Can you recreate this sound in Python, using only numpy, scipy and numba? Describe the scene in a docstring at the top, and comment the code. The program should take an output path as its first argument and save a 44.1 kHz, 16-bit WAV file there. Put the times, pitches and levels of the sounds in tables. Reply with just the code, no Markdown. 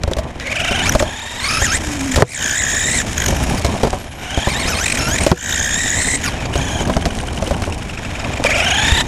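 """The whining gears of a radio-controlled car lapping an indoor track, heard from its own chassis.
Each pull of the throttle makes them sing at motor speed, swaying twice per wheel turn and chattering
until they take up the load; slack gears catch and squeal. Tyres rumble and flick grit, the plastic
shell rattles, stones tick, and a low hum and a thin whistle pass briefly. Bumps knock the car,
and the hardest landings overload the microphone and make it turn itself down."""
import sys
import numpy as np
from scipy import signal
from scipy.fft import rfft, irfft
from scipy.io import wavfile
from scipy.ndimage import uniform_filter1d
from numba import njit

SR = 44100
rng = np.random.default_rng(int(sys.argv[2]) if len(sys.argv) > 2 else 0)


def wrap_up_sound(samples):
    """Save the sound to the file named by the first command line argument, as 16-bit audio."""
    columns = np.atleast_2d(samples).T
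    # keep every value between -1 and 1, then stretch to whole-number steps
    tamed = np.clip(columns, -1, 1)
    steps = np.round(tamed * 32767).astype(np.int16)
    wavfile.write(sys.argv[1], SR, steps)


N = 399987
T = np.arange(N) / SR


def undb(db):
    """Turn decibels into a number to multiply by."""
    return 10 ** (np.asarray(db) / 20)


def curves(table):
    """Join the points of each column with straight lines in time."""
    s, *columns = np.transpose(table)
    return [np.interp(T, s, c) for c in columns]


def gain_at(hz, spectrum):
    """Look up how strongly a table of f/Hz, level/dB passes a frequency."""
    f, db = np.transpose(spectrum)
    return undb(np.interp(np.log(hz + 1), np.log(f), db))


def colour(x, spectrum):
    """Shape the lows and highs of a sound, then set its average size (rms) to 1."""
    y = irfft(rfft(x) * gain_at(np.arange(N // 2 + 1) * SR / N, spectrum), N)
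    return y / y.std()


def band(x, hz, kind, order=2):
    """Keep one range of frequencies."""
    return signal.sosfilt(signal.butter(order, np.minimum(hz, SR / 2 - 1), kind, fs=SR, output="sos"), x)


def even(x, seconds):
    """Even out slow changes in loudness and keep the quick ones."""
    size = int(seconds * SR)
    return x / np.sqrt(np.abs(uniform_filter1d(uniform_filter1d(x * x, size), size)) + 1e-12)


def wobble(rate):
    """A smooth random wobble, about 1 in size, with `rate` new values a second."""
    size = int(SR / rate)
    return 1.279 * uniform_filter1d(np.repeat(rng.standard_normal(N // size + 1), size), size)[:N]


def grains(rate, spread_db):
    """Tiny random hits, about `rate` a second, a few much bigger than the rest."""
    hits = (rng.random(N) < rate / SR) * rng.choice([-1, 1], N)
    hits = hits * undb(spread_db * np.minimum(rng.exponential(size=N), 4))
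    return hits / hits.std()


def add(out, s, x):
    """Mix in a short sound, starting at second s."""
    i = max(int(s * SR), 0)
    out[i:i + len(x)] += x[:N - i]


def gliding_tone(table, waver):
    """One sliding tone, a little unsteady in pitch and loudness."""
    hz, db = curves(table)
    level = undb(db + 2 * wobble(50.5))
    return level * np.sin(2 * np.pi * np.cumsum(hz * (1 + waver * wobble(90))) / SR)


# how rough the track is: t/s, tyre rumble level/dB, shell rattle level/dB
ROUGHNESS = [(0, -32, -45), (.22, -29, -33.5), (.55, -31.5, -42.5), (.92, -21.5, -29), (1.26, -40, -44),
             (1.62, -23, -33.5), (2.15, -27, -34.5), (2.45, -31, -37), (3.1, -24, -34.5),
             (3.5, -19.5, -28.5), (3.85, -24.5, -29), (4.05, -33, -41.5), (4.4, -33, -36),
             (4.55, -26.5, -32), (5.15, -23.5, -31.5), (5.65, -27.5, -36.5), (6.55, -22, -30),
             (7.0, -22.5, -31), (7.27, -25.5, -34.5), (7.53, -24, -32), (7.95, -26.5, -37),
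             (8.45, -26, -31.5), (9.07, -23, -32)]
# the tone of the rumble and of the rattle: f/Hz, level/dB
RUMBLE_COLOUR = [(12, -35), (20, 1.5), (32, -7), (70, 3), (166, -6.5), (211, -7), (242, -5.5), (400, -16),
                 (520, -19), (880, -120)]
SHELL_COLOUR = [(140, -59), (230, 1.5), (360, -6.5), (392, 0), (424, -4), (623, 3), (770, 2.5), (820, 0.5),
                (1030, -2), (1140, -6), (1500, -18), (1950, -41), (3300, -120)]

def rolling(rumble_gain_db=2, rattle_gain_db=3.5, jolt_db=2):
    """Tyres shake the chassis and the loose shell rattles on its posts; seams in the track jolt both."""
    rumble_db, rattle_db = curves(ROUGHNESS)
    rumble = undb(rumble_db + rumble_gain_db) * even(colour(rng.standard_normal(N), RUMBLE_COLOUR), 0.089)
    rattle = undb(rattle_db + rattle_gain_db) * even(colour(grains(700, 2.8), SHELL_COLOUR), 0.44)
    return undb(jolt_db * wobble(45)) * (rumble + rattle)


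# main gear teeth passing each second (the tooth rate) while the tyres grip: t/s, f/Hz
SPEED = [(.42, 1952), (.56, 2628), (.81, 3049), (1.4, 3855), (1.52, 5150), (1.7, 5110), (1.8, 6970),
         (2.2, 7283), (2.52, 6525), (2.9, 7623), (3.3, 6177), (3.95, 3175), (4.28, 2873), (4.47, 3620),
         (4.65, 3610), (5.0, 5358), (5.35, 6073), (5.44, 7014), (5.54, 6688), (5.94, 7352), (6.17, 8115),
         (6.25, 6286), (6.31, 3010), (6.46, 2290), (6.6, 3300), (8.53, 2411), (8.8, 3404), (9.0, 3780)]
# the wheels slip and the motor races: peak t/s, added f/Hz, rise/s, fall/s
WHEELSPINS = [(.92, 3574, 0.096, .12), (1.0, 3020, 0.036, .04), (1.642, 2594, 0.051, .04),
              (1.771, 2367, 0.063, .03), (2.319, 2416, .06, .06), (2.6, 897, 0.067, .05),
              (2.955, 1000, 0.049, .05), (4.51, 1000, 0.038, .04), (4.61, 894, .05, .035),
              (4.705, 2350, 0.055, .05), (4.85, 2703, 0.082, .11), (4.96, 3290, 0.13, .04),
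              (5.232, 2878, .16, .12), (5.79, 450.2, .05, .1), (6.005, 551, .045, .04)]

def tooth_rate():
    """How fast the teeth meet, in Hz: it follows the car's speed and jumps when the wheels spin."""
    hz, = curves(SPEED)
    return hz + sum(extra * np.interp(T, [s - rise, s, s + fall], [0, 1, 0])
                    for s, extra, rise, fall in WHEELSPINS)


# pulls of throttle and brake:
# on t/s, off t/s, rise/s, level/dB, treble/dB, whine over rasp/dB, starting chatter (0 to 1)
PULLS = [(0.369, 0.877, 0.069, -20, -1, 0.5, 0.92), (1.02, 1.4, 0.025, -30, 2, -2, 0.28),
         (1.388, 1.757, 0.025, -20.5, 1, 1, 0.14), (2.255, 3.005, .03, -22, 2, 2, 1),
         (4.172, 4.821, 0.11, -23.5, 2, 0, 0.25), (4.974, 5.146, 0.007, -24, 2, -0.5, 0),
         (5.315, 6.155, 0.032, -22.5, 2, 2.5, 1.0), (6.23, 6.289, .012, -24, -2, 1.5, 0.47),
         (6.288, 6.461, 0.0054, -30, 2.5, -12, 0.08), (6.51, 6.821, 0.013, -27.5, 5, -1.5, 0.3),
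         (7.753, 8.433, .3, -30, 2.5, -26, 0.38), (8.434, 9.01, .006, -17, 0, 1, 0.87)]

def throttle(tooth_hz, release_s=0.026, settle_s=0.59, shake_share=0.38):
    """Level, treble, whine and chatter: the track shakes slack gears, each pull presses them together."""
    _, rattle_db = curves(ROUGHNESS)
    shake_db = shake_share * (rattle_db - rattle_db.mean())
    # faster gears are louder and brighter when coasting, and brighter when driven
    coast_db = 5 * np.log2(tooth_hz / 3000)
    drive_db = 7 * np.log2(tooth_hz / 7000)
    # the four controls start at their coasting values
    controls = np.array([-36.5 + coast_db + shake_db, -6 + coast_db, np.full(N, -13.5), np.full(N, .45)])
    for on, off, rise, db, treble_db, whine_db, chatter in PULLS:
        i = (T > on) & (T < off + release_s)
        age = T[i] - on
        pull = (1 - np.exp(-age / rise)) * np.minimum(1 + (off - T[i]) / release_s, 1)
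        settling = chatter * np.exp(-age / settle_s)  # fades as the gears take up the load
        for control, driven in zip(controls, (db, treble_db + drive_db[i], whine_db, settling)):
            control[i] += pull * (driven - control[i])
    return controls


# how well the chassis and shell give off the whine: f/Hz, level/dB
WHINE_COLOUR = [(400, 1), (680, 0.5), (1050, -6), (1700, 2), (2700, -0.5), (3600, -2.5), (4500, -1.5),
                (5500, -2.5), (7000, 4), (8300, 0.5), (10000, -3.5), (12000, -6.5), (15000, -19.5)]

def tooth_tones(hz, tones, flicker_db=4.0):
    """The tones of meeting teeth, each flickering because no two teeth are alike."""
    phase = 2 * np.pi * np.cumsum(hz) / SR
    out = np.zeros(N)
    for multiple, db in tones:
        level = undb(db + flicker_db * wobble(350)) * gain_at(multiple * hz, WHINE_COLOUR)
        out += level * (multiple * hz < SR / 2) * np.sin(multiple * phase)
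    return out


# how well the chassis and shell give off the rasp: f/Hz, level/dB
RASP_COLOUR = [(600, -2), (1100, 0), (1600, 6), (2400, 3.5), (3600, 0.5), (4600, -2.5), (5600, 3.5),
               (7500, 1), (9400, -5.5), (11000, -6.5), (12800, -18), (15500, -25)]

def tooth_rasp(flicker_db=2):
    """The thick, uneven clatter of loose teeth."""
    return colour(grains(6000, 3.6), RASP_COLOUR) * undb(flicker_db * wobble(130))


# where the gearbox and chassis plate ring: f/Hz, width/Hz, level/dB over the direct sound
HOUSING = [(1700, 590, -8), (1970, 26, -7.5), (2376, 266, 1.5), (2920, 140, -9), (3136, 150, -1.5),
           (3700, 86, -0.5), (5270, 140, -4), (6700, 190, -1), (7140, 62, -22), (8430, 42, -32),
           (8570, 73, 0.5), (9900, 180, -11)]

def housing(x):
    """The direct sound plus the ringing of the case around the gears."""
    return x + sum(undb(db) * signal.lfilter(*signal.iirpeak(hz, hz / width, fs=SR), x)
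                   for hz, width, db in HOUSING)


# tones of the whine (the axle gears meet at a quarter of the rate): multiple of tooth rate, level/dB
GEAR_TONES = [(.25, 0.5), (.5, -3.5), (.75, -9), (.88, -9.5), (1, 1.5), (1.25, -10), (1.5, -34), (2, -4),
              (3.001, -10)]

def gears(sway=0.109, teeth_per_sway=113, throb=0.41, jitter=.01, split_hz=4300, body_db=2.0):
    """Gear teeth whine and rasp; the drive joints speed them up and slow them twice per wheel turn."""
    tooth_hz = tooth_rate()
    level_db, treble_db, whine_db, chatter = throttle(tooth_hz)
    chatter = np.clip(chatter * (1 + 0.21 * wobble(12)), 0, 1)
    sway_phase = 2 * np.pi * np.cumsum(tooth_hz * (1 + 0.0371 * wobble(40))) / teeth_per_sway / SR
    swing = sway * chatter ** 0.49 * (1 + 0.275 * wobble(30))
    # slow gears have more time to rattle in the gaps between their teeth
    looseness = jitter * (7000 / tooth_hz) ** 0.88
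    hz = tooth_hz * (1 + swing * np.cos(sway_phase) + looseness * wobble(900))
    # teeth press hardest while the shaft slows, so each throb is a falling chirp
    press = np.exp(throb * chatter * np.sin(sway_phase))
    teeth = housing(press * (undb(whine_db) * tooth_tones(hz, GEAR_TONES) + tooth_rasp()))
    # filter forwards, then backwards, so the low body and the treble stay in step
    forwards = band(teeth, split_hz, "low", order=4)
    body = band(forwards[::-1], split_hz, "low", order=4)[::-1]
    treble = teeth - body
    return undb(level_db) * (undb(body_db) * even(body, 0.059) + undb(treble_db) * even(treble, 0.091))


# small, hard hits: t/s, level/dB
TICKS = [(0.035, -10), (0.1346, -11), (0.3993, -15), (3.665, -13), (3.905, -14.5), (6.9674, -10.5),
         (7.0545, -6), (7.1873, -13.5), (7.424, -14.5), (8.44, -5)]

def ticks(gain_db=3, decay_s=0.0015):
    """Links and stones snap against the chassis with a dry tick."""
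    out, t = np.zeros(N), T[:SR // 30]
    for s, db in TICKS:
        tick = band(rng.standard_normal(len(t)) * np.exp(-t / decay_s), [1200, 7000], "band", order=3)
        add(out, s, undb(db + gain_db) * tick / np.abs(tick).max())
    return out


# the notes the plastic shell rings at: f/Hz, level/dB, time to fade by 60 dB/s
SHELL_NOTES = [(178, -5, 0.089), (249, 4.5, 0.048), (339, 4.5, 0.025), (431, -1, 0.053), (569, 9, 0.04),
               (660, -2.5, 0.11), (770, -33, 0.055), (920, -16, 0.11), (1350, -31, .02)]
# bumps and landings: t/s, shell level/dB, thump level/dB, crack level/dB
KNOCKS = [(.037, -9.5, -10.5, -30), (.076, -9.5, -11, -22.5), (.112, -9, -23, -20), (.167, -12, -16, -19),
          (0.185, -10, -12, -14.5), (0.71, -9.5, -15, -14), (.95, 1, -6, -9), (1.001, -5, -25, -13),
          (1.023, -2.5, -15, -12.5), (1.618, -8.5, -7.5, -18), (2.159, -5, -9, -3), (2.174, -4, -10, -18),
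          (2.183, -5, -13, -20), (2.205, -4.5, -24, -17), (2.222, 22.5, -18, -5), (3.282, -10.5, -27, -10),
          (3.322, -9.5, -12, -33), (3.646, -5, -7, -8), (3.832, 0.5, -11, -11), (3.848, -4, -19, -19),
          (3.871, -6, -16, -17), (3.93, -5, -12, -25), (4.374, -4, -8, -20), (4.471, -3, -14, -23),
          (4.652, -9, -17, -25), (5.264, 2, -29, -5.5), (5.316, 19.5, -42, -1), (6.555, -6.5, -8, -13),
          (6.807, -8.5, -14, -32), (6.874, -12, -27, -17), (6.897, -4, -48, -18), (6.965, -2, -9, -20),
          (7.058, -6, -12, -13.5), (7.423, -7.5, -20, -33), (7.473, -11, -22, -14), (7.509, -4.5, -10, -16),
          (7.62, -11, -15, -15.5), (7.675, -11, -15, -33), (8.397, -9.5, -24, -27), (8.446, -3, -20, -25),
          (8.92, -16, -1, -24)]

def knocks(contact_s=0.0047, thump_hz=65, thump_s=0.0051, crack_s=0.0095, crunch_db=-3):
    """Each blow crunches and rings the shell, thumps the suspension and makes the plastic crack."""
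    out, t = np.zeros(N), T[:SR // 6]
    for s, shell_db, thump_db, crack_db in KNOCKS:
        detune = 1 + 0.061 * rng.standard_normal(len(SHELL_NOTES))
        detune /= 2 ** (0.0191 * max(shell_db, 0))  # hard landings push the pitch down
        # heavy blows bend the whole shell and favour its low notes
        db_per_octave = -0.047 * (shell_db + 11)
        notes = sum(undb(db + db_per_octave * np.log2(hz / 500) - 60 * t / fade_s)
                    * np.sin(2 * np.pi * hz * shift * t)
                    for (hz, db, fade_s), shift in zip(SHELL_NOTES, detune))
        clatter = rng.standard_normal(len(t)) * np.sqrt(t / contact_s) * np.exp(-t / contact_s)
        ring = signal.fftconvolve(clatter, notes)[:len(t)]
        crunch = band(clatter, [190, 850], "band")
        shell = ring / np.abs(ring).max() + undb(crunch_db) * crunch / np.abs(crunch).max()
        thump = np.sin(2 * np.pi * thump_hz * detune[0] * t) * t / thump_s * np.exp(1 - t / thump_s)
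        crack = band(rng.standard_normal(len(t)), [1100, 7000], "band") * np.exp(-t / crack_s)
        add(out, s, undb(shell_db - 2) * shell - undb(thump_db + 2) * thump + undb(crack_db - 2) * crack)
    return out


# tones of a squeal, where the motor's gear presses hardest: multiple of tooth rate, level/dB
SQUEAL_TONES = [(.25, -6.5), (0.309, -8), (.5, -6.5), (1.001, -2.5), (2, -3), (3, 2), (4.001, -44)]
# runs of slack gears catching: first t/s, end t/s, gap/s, level/dB
CATCHES = [(0.893, .93, .0276, -5), (.994, 1.01, .03, -3.5), (2.118, 2.15, .024, -8),
           (3.178, 3.314, .0209, -7.5), (3.364, 3.607, .07, -11), (4.8404, 4.94, 0.02, -3.5),
           (4.952, 4.983, 0.0196, -7), (5.16, 5.25, .0243, -6.5), (6.2394, 6.287, 0.019, -8),
           (6.453, 6.47, 0.023, -11.5), (6.849, 7.75, .0872, -14.5), (7.822, 8.1, .0765, -16),
           (8.151, 8.26, 0.047, -13), (8.336, 8.38, .037, -12)]

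def squeals(length_s=.016, lead_s=.005, glide=0.315, fast_hz=4500, slow_hz=2500, whine_db=5, gain_db=-8):
    """Slack teeth catch: a slow shaft is jerked faster and chirps up, a fast one brakes and chirps down."""
    tooth_hz = tooth_rate()
    grip, bend = np.zeros(N), np.zeros(N)
    progress = np.linspace(0, 1, int(length_s * SR))
    for first, end, gap, db in CATCHES:
        for s, (late, strength) in zip(np.arange(first, end, gap), rng.standard_normal(size=(32, 2))):
            start = s - lead_s + 0.043 * gap * late
            add(grip, start, undb(db + gain_db + 1.4 * strength) * np.sin(np.pi * progress) ** 2)
            add(bend, start, progress - .5)
    hz = tooth_hz * (1 + glide * np.sign(fast_hz - tooth_hz) * bend + .012 * wobble(900))
    bright = housing(undb(whine_db) * tooth_tones(hz, SQUEAL_TONES) + tooth_rasp())
    dull = band(bright, 4200, "low")  # slow teeth meet softly
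    fast = np.clip((tooth_hz - slow_hz) / (fast_hz - slow_hz), 0, 1)
    return grip * even(fast * bright + (1 - fast) * dull, 0.019)


# the path of the hum: t/s, f/Hz, level/dB
HUM = [(1.75, 320, -90), (1.8, 316, -28), (1.95, 289.5, -22.5), (2.14, 261.7, -17.5), (2.2, 246.4, -84)]

def airborne_hum():
    """A low hum sinks while the car is in the air."""
    return gliding_tone(HUM, waver=0.0255)


# patches of grit on the floor: middle t/s, half length/s, level/dB
GRIT = [(3.6, 0.59, -37), (7.345, 0.67, -37.5)]

def grit(per_second=130, decay_s=0.002, band_hz=(2000, 9800)):
    """The tyres flick grit against the chassis, loudest in the middle of each patch."""
    bursts = signal.fftconvolve(np.abs(grains(per_second, 2)), np.exp(-T[:SR // 30] / decay_s))[:N]
    spray = band(bursts * rng.standard_normal(N), band_hz, "band", order=4)
    level = sum(undb(db) * np.maximum(1 - ((T - s) / half) ** 2, 0) for s, half, db in GRIT)
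    return level * spray / spray.std()


# the path of the whistle: t/s, f/Hz, level/dB
WHISTLE = [(3.95, 12300, -95), (3.99, 11960, -45), (4.07, 10690, -51), (4.2, 11450, -45), (4.3, 11700, -58),
           (4.4, 11700, -92)]

def drive_whistle():
    """The drive whistles thinly while the car coasts up a ramp."""
    return gliding_tone(WHISTLE, waver=.02)


def scene():
    """Everything sits centimetres from one microphone, so the hall is not heard."""
    car = gears() + squeals() + rolling() + knocks() + ticks() + grit() + airborne_hum() + drive_whistle()
    return np.array([car, car])


@njit
def follow_peaks(x, attack_s, release_s):
    """Track how loud a sound is, rising quickly and falling slowly."""
    out, level = np.empty(len(x)), 0.
    for i in range(len(x)):
        level += (abs(x[i]) - level) / (SR * (attack_s if abs(x[i]) > level else release_s))
        out[i] = level
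    return out


def record(dry, mic_db=-1, ceiling_db=-4, attack_s=0.0013, release_s=0.088, top_hz=15500):
    """The microphone turns down after hard landings; peaks that slip by are flattened, the top is cut."""
    x = undb(mic_db) * dry
    gain = undb(ceiling_db) / np.maximum(follow_peaks(x[0], attack_s, release_s), undb(ceiling_db))
    treble_cut = signal.ellip(12, .2, 90, top_hz, fs=SR, output="sos")
    return signal.sosfilt(treble_cut, np.clip(gain * x, -1, 1))


dry = scene()
out = record(dry)
wrap_up_sound(out)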